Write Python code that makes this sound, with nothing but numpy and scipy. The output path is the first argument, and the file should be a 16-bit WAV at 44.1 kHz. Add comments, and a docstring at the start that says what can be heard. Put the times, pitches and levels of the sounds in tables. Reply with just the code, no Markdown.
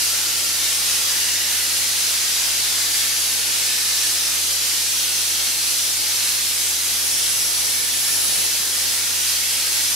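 """A nozzle blasts air and grit at a sheet-metal rim in a booth, close to a stereo camera, for about 10 s.
Throughout: filtered-noise hiss and low flutter; faint fan, mains and motor hum (sines) over air rumble.
From the start, short fuzzy tones (carriers smeared by random curves) come and go with the aim.
From 7 to 9.2 s a shrill whistle of the jet on the rim glides up, then down, with a flutter of its own.
The loud sum is bent by a square law in both capsules; the camera widens the stereo."""
import sys
import numpy as np
from scipy import signal
from scipy.fft import rfft, irfft, next_fast_len
from scipy.io import wavfile
from scipy.ndimage import uniform_filter1d, map_coordinates

SR = 44100
rng = np.random.default_rng(int(sys.argv[2]) if len(sys.argv) > 2 else 0)


def dump(signal):
    """Clip the signal to [-1, 1] and save it as 16-bit WAV at the path in sys.argv[1]."""
    limited = np.clip(np.atleast_2d(signal).T, -1, 1)
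    pcm = np.round(limited * 32767).astype(np.int16)
    wavfile.write(sys.argv[1], SR, pcm)


N = 438794

# whistle of the jet on the rim: [t/s, f/Hz, level/dB]
WHISTLE_PATH = [(7.0, 9760, -48), (7.05, 9800, -29.5), (7.36, 10080, -28.5), (7.6, 10110, -30.5),
                (7.92, 10210, -30.5), (8.16, 10215, -27), (8.45, 9990, -26), (8.49, 9960, -35),
                (8.75, 9700, -36), (9.2, 9760, -46)]
# hiss common to both capsules: [f/Hz, relative density/dB]
JET_MID_SPECTRUM = [(240, -27.5), (600, -21), (1050, -14.5), (1500, -9.5), (2090, -6), (3500, -2.5),
                    (4200, -1.5), (5200, -0.5), (6250, -.5), (6700, -2.5), (8580, -4), (10300, -3),
                    (12800, -8), (15600, -17)]


def amp(db):
    """Amplitude factor of a level in dB."""
    return 10 ** (np.asarray(db) / 20)


def unit(x):
    """x scaled to an RMS of 1 over all channels."""
    return x / np.sqrt(np.mean(np.abs(x) ** 2) + 1e-20)


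def along(points, hz):
    """[f/Hz, value] points read at hz on a log axis."""
    f, v = np.transpose(points)
    return np.interp(np.log(hz + 1), np.log(f + 1), v)


def curves(rows, t_s):
    """Each column after the time, read at times t_s."""
    s, *cols = np.transpose(rows)
    return [np.interp(t_s, s, c) for c in cols]


def wobble(rate_hz, count=N):
    """Smooth random curve with rate_hz knots a second (400 at most)."""
    knots = rng.standard_normal(count * 400 // SR + 4)
    return map_coordinates(knots, [np.arange(count) * min(rate_hz, 400) / SR])


def filtered(x, response):
    """x times a response of frequency, zero-padded against wrap-around."""
    m = next_fast_len(N + 8192)
    return irfft(rfft(x, m) * response(np.fft.rfftfreq(m, 1 / SR)), m)[..., :N]


def fuzzy(hz, width_hz, alike, core=0):
    """Stereo carrier at hz (per sample) smeared into narrow noise; alike = power share common to both sides."""
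    def random_phasor():
        return wobble(width_hz, len(hz)) + 1j * wobble(width_hz, len(hz))
    common, left, right = (random_phasor() for _ in range(3))
    smear = np.sqrt(alike) * common + np.sqrt(1 - alike) * np.array([left, right])
    # the core wavers in pitch only; right a quarter cycle from left
    core_phase = 2 * np.pi * np.cumsum(common.real) * width_hz / 4 / SR
    smear = smear + core * np.exp(1j * core_phase) * [[1], [1j]]
    carrier = np.exp(2j * np.pi * np.cumsum(hz) / SR)
    return unit((smear * carrier).real)


def jet(puff_db=0.47, streak_db=2.16, surge_db=0.2, drift_db=0.35):
    """Turbulent hiss as common and opposed noise; aim shifts the balance of panel roar and fizz."""
    # blast: [t/s, level/dB, panel roar above its usual share/dB]
    blast = [(0, -20, 1), (.6, -19, -.5), (1.3, -19.5, 0.5), (2.1, -19.5, .5), (2.5, -19, 1),
             (3.05, -20, 2), (3.3, -20, -0.5), (3.6, -19, -0.5), (4.1, -19, -1), (5, -19.5, -1),
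             (6.3, -19.5, -1), (6.8, -21, -0.5), (7.3, -19.5, -2), (8.2, -21, 0.5), (8.8, -20, -.5),
             (9.95, -19.5, -0.5)]
    # hiss opposed in the capsules: [f/Hz, relative density/dB before the side trim]
    jet_side = [(500, -23), (1000, -14), (1940, -8.5), (3000, -5), (5020, 0.5), (6500, -0.5), (8580, -2),
                (10300, -1), (12500, -5.5), (14000, -8), (15600, -23.5)]
    side_trim_db = -4
    fizz_cut = 1.3  # above 1: the highest fizz moves slightly against the level

    hz, t_s, z = signal.stft(rng.standard_normal((2, N)), SR, nperseg=2048)
    hz = hz[:, None]

    def field(bins, frames):
        noise = rng.standard_normal(z.shape[1:])
        return unit(uniform_filter1d(uniform_filter1d(noise, bins, axis=0), frames, axis=1))
    puffs = puff_db * field(bins=40, frames=3)
    streaks = streak_db * field(bins=2, frames=9)  # narrow bands of hiss rise and fall at random

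    level_db, roar_db = curves(blast, t_s)
    mean_db = level_db.mean()
    roar = 1 / (1 + (hz / 2600) ** 4)
    fizz = 1 / (1 + (7500 / (hz + 1)) ** 4)
    aim_db = (1 - fizz * fizz_cut) * (level_db - mean_db) + roar * roar_db

    mid = z[0] * amp(along(JET_MID_SPECTRUM, hz))
    side = z[1] * amp(along(jet_side, hz) + side_trim_db)
    pair = np.array([mid + side, mid - side]) * amp(aim_db + puffs + streaks)
    hiss = unit(signal.istft(pair, SR, nperseg=2048)[1][:, :N])
    return hiss * amp(mean_db + drift_db * wobble(10) + surge_db * wobble(18))  # grit feeds unevenly


def whistle():
    """Shrill jet-on-rim tone: a wavering core in narrow noise, plus a wider noise skirt."""
    out = np.zeros((2, N))
    a, b = round(WHISTLE_PATH[0][0] * SR), round(WHISTLE_PATH[-1][0] * SR)
    hz, db = curves(WHISTLE_PATH, np.arange(a, b) / SR)
    tone = fuzzy(hz, width_hz=170, alike=.4, core=2.2)
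    skirt = .4 * fuzzy(hz, width_hz=380, alike=.3)
    out[:, a:b] = amp(db) * (tone + skirt)
    return out


def singing():
    """Short gliding tones of panel and jet as the aim moves, each swelling and fading."""
    # clearest tones: [start/s, length/s, first f/Hz, last f/Hz, width/Hz, level/dB, left over right/dB]
    clear_tones = [(0, .45, 7070, 7070, 150, -36, -3), (0, 1.03, 1344, 1405, 80, -46.5, 0),
                   (.8, .65, 4830, 4900, 229, -37, 8), (.85, .35, 3880, 3880, 100, -39, 2),
                   (1.05, 0.64, 1700, 1780, 200, -41, 0), (1.1, 0.404, 1940, 1920, 100, -40, 0),
                   (1.15, .4, 2840, 2865, 150, -36, 2), (1.7, .6, 4230, 4130, 219, -38, -3),
                   (2.2, 1.2, 5040, 4530, 250, -37, 6), (2.8, 0.44, 1770, 1770, 80, -43, 5),
                   (3.4, 0.84, 1750, 1757, 80, -42.5, 0), (3.75, .35, 4500, 4400, 120, -36, 0),
                   (4.9, .6, 3310, 3260, 100, -40, -2), (5.0, .9, 4170, 4250, 120.5, -38, -3),
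                   (5.95, 0.52, 4230, 4130, 90, -36, 0), (6.9, 0.68, 5390, 5640, 110, -35, 3),
                   (7.25, 1.1, 11540, 11640, 300, -42, -3), (7.5, .9, 1755, 1750, 80.3, -46, 4),
                   (8.05, .55, 4500, 4440, 70, -39, 0), (9.6, .35, 5420, 5420, 120, -37, 2)]
    out = np.zeros((2, N))
    for start_s, length_s, first_hz, last_hz, width_hz, db, pan_db in clear_tones + faint_tones():
        a, b = round(max(start_s, 0) * SR), min(round((start_s + length_s) * SR), N)
        swell = np.abs(np.sin(np.pi * np.linspace(0, 1, b - a))) ** 0.17
        tone = fuzzy(np.linspace(first_hz, last_hz, b - a), width_hz, alike=0.85)
        gain = amp(db + np.array([[pan_db / 2], [-pan_db / 2]]))
        out[:, a:b] += gain * swell * tone
    return out


def faint_tones():
    """Singing-tone rows scattered in time and pitch, louder where the hiss spectrum is."""
    count, low_hz, high_hz = 12, 1296, 10000
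    mean_s, db_at_4khz, max_pan_db = .6, -42, 3
    width_ratio = .04  # noise width over pitch; also the full range of the glide
    rows = []
    for when, pitch, length, glide, side in rng.random((count, 5)):
        start_s = when * (N / SR - mean_s)
        length_s = mean_s * (.5 + length)
        hz = low_hz * (high_hz / low_hz) ** pitch
        last_hz = hz * (1 + width_ratio * (glide - .5))
        db = db_at_4khz + along(JET_MID_SPECTRUM, hz) - along(JET_MID_SPECTRUM, 4000)
        rows.append((start_s, length_s, hz, last_hz, width_ratio * hz, db, max_pan_db * (2 * side - 1)))
    return rows


def flutter():
    """Low noise leaning to opposite signs left and right, probably ultrasound rectified in the capsules."""
    # steady flutter: [f/Hz, relative density/dB]
    steady_spectrum = [(20, -26), (50, -6), (100, -3), (200, 0.5), (350, 2.5), (800, 3), (1500, -2),
                       (3000, -12.5)]
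    # flutter tied to the whistle: [f/Hz, relative density/dB]
    whistle_spectrum = [(20, -18), (100, -2), (300, -2), (700, -3), (1500, -4), (3000, -38)]
    under_whistle_db, rise_db_per_s = -18, 4

    def opposed(spectrum, mid_db):
        mid, side = filtered(rng.standard_normal((2, N)), lambda hz: amp(along(spectrum, hz)))
        return amp(mid_db) * unit(mid) + unit(side) * [[1], [-1]]

    # end levels hold outside the whistle
    start_s, end_s = WHISTLE_PATH[0][0], WHISTLE_PATH[-1][0]
    t_s = np.clip(np.arange(N) / SR, start_s, end_s)
    whistle_db = curves(WHISTLE_PATH, t_s)[1] + under_whistle_db + rise_db_per_s * (t_s - start_s)
    steady = amp(-40.0 + 1.1 * wobble(3.14)) * opposed(steady_spectrum, mid_db=-6.5)
    return steady + amp(whistle_db) * opposed(whistle_spectrum, mid_db=-6.0)


def booth():
    """Slightly unsteady hum lines over the rumble of moving air, alike on both sides."""
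    # extractor fan: [multiple of fan_hz, RMS level/dB]
    fan = [(1, -50), (2, -70), (3, -63), (6, -65)]
    # mains buzz: [multiple of buzz_hz, RMS level/dB]
    buzz = [(1, -70), (3, -62), (4, -57), (5, -62), (6, -64), (7, -63), (8, -67), (9, -67), (10, -64)]
    # other motors: [f/Hz, RMS level/dB]
    drones = [(237, -66), (319, -58), (537, -64)]
    # air rumble: [f/Hz, relative density/dB]
    rumble = [(20, -16), (40, -6), (100, -1), (200, 2.5), (295, 7), (400, 4), (700, 0), (880, 10),
              (1050, -12), (2000, -17.5)]
    fan_hz, buzz_hz = 86.1, 120.05

    t_s = np.arange(N) / SR
    drift_s = 0.00052 * np.cumsum(wobble(2.04)) / SR  # motor speed drifts a little
    lines = [(k * fan_hz, db) for k, db in fan] + [(k * buzz_hz, db) for k, db in buzz] + drones
    hum = np.zeros(N)
    for hz, db in lines:
        hum += amp(db + 0.59 * wobble(6)) * np.sin(2 * np.pi * hz * (t_s + drift_s))
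    air = filtered(rng.standard_normal(N), lambda hz: amp(along(rumble, hz)))
    return np.sqrt(2) * hum + amp(-50.0) * unit(air)


def scene():
    """Sum of all sources."""
    return jet() + whistle() + singing() + flutter() + booth()


def record(dry, wide_db=3, cut_hz=70):
    """Capsules bend half-waves unequally: difference tones fill the bass; then widening and band limit."""
    # left over right: [f/Hz, level/dB]
    lean = [(100, 0), (2000, 0), (4200, 0.6), (6400, 0), (10000, -1.2), (15000, -2)]
    # left behind right: [f/Hz, phase/rad]
    lag = [(2000, 0), (4500, 0.014), (8000, 0.9), (12000, 0.084), (15000, 0)]
    bend, top_hz = .45, 15740  # square-law share; band limit

    # dry is already wide: narrow it to what the capsules get
    wide = amp(wide_db)
    mid, side = (dry[0] + dry[1]) / 2, (dry[0] - dry[1]) / 2 / wide
    capsules = np.array([mid + side, mid - side])
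    bent = filtered(-bend * capsules ** 2, lambda hz: (1j * hz / (cut_hz + 1j * hz)) ** 2)
    extra_side = (wide - 1) * (bent[0] - bent[1]) / 2
    out = dry + bent + extra_side * [[1], [-1]]

    half = np.array([[.5], [-.5]])

    def ports(hz):
        """The two ports differ a little in colour and timing."""
        colour = amp(along(lean, hz) * half)
        timing = np.exp(-1j * along(lag, hz) * half)
        return colour * timing * (hz < top_hz)
    return filtered(out, ports)


dry = scene()
out = record(dry)
dump(out)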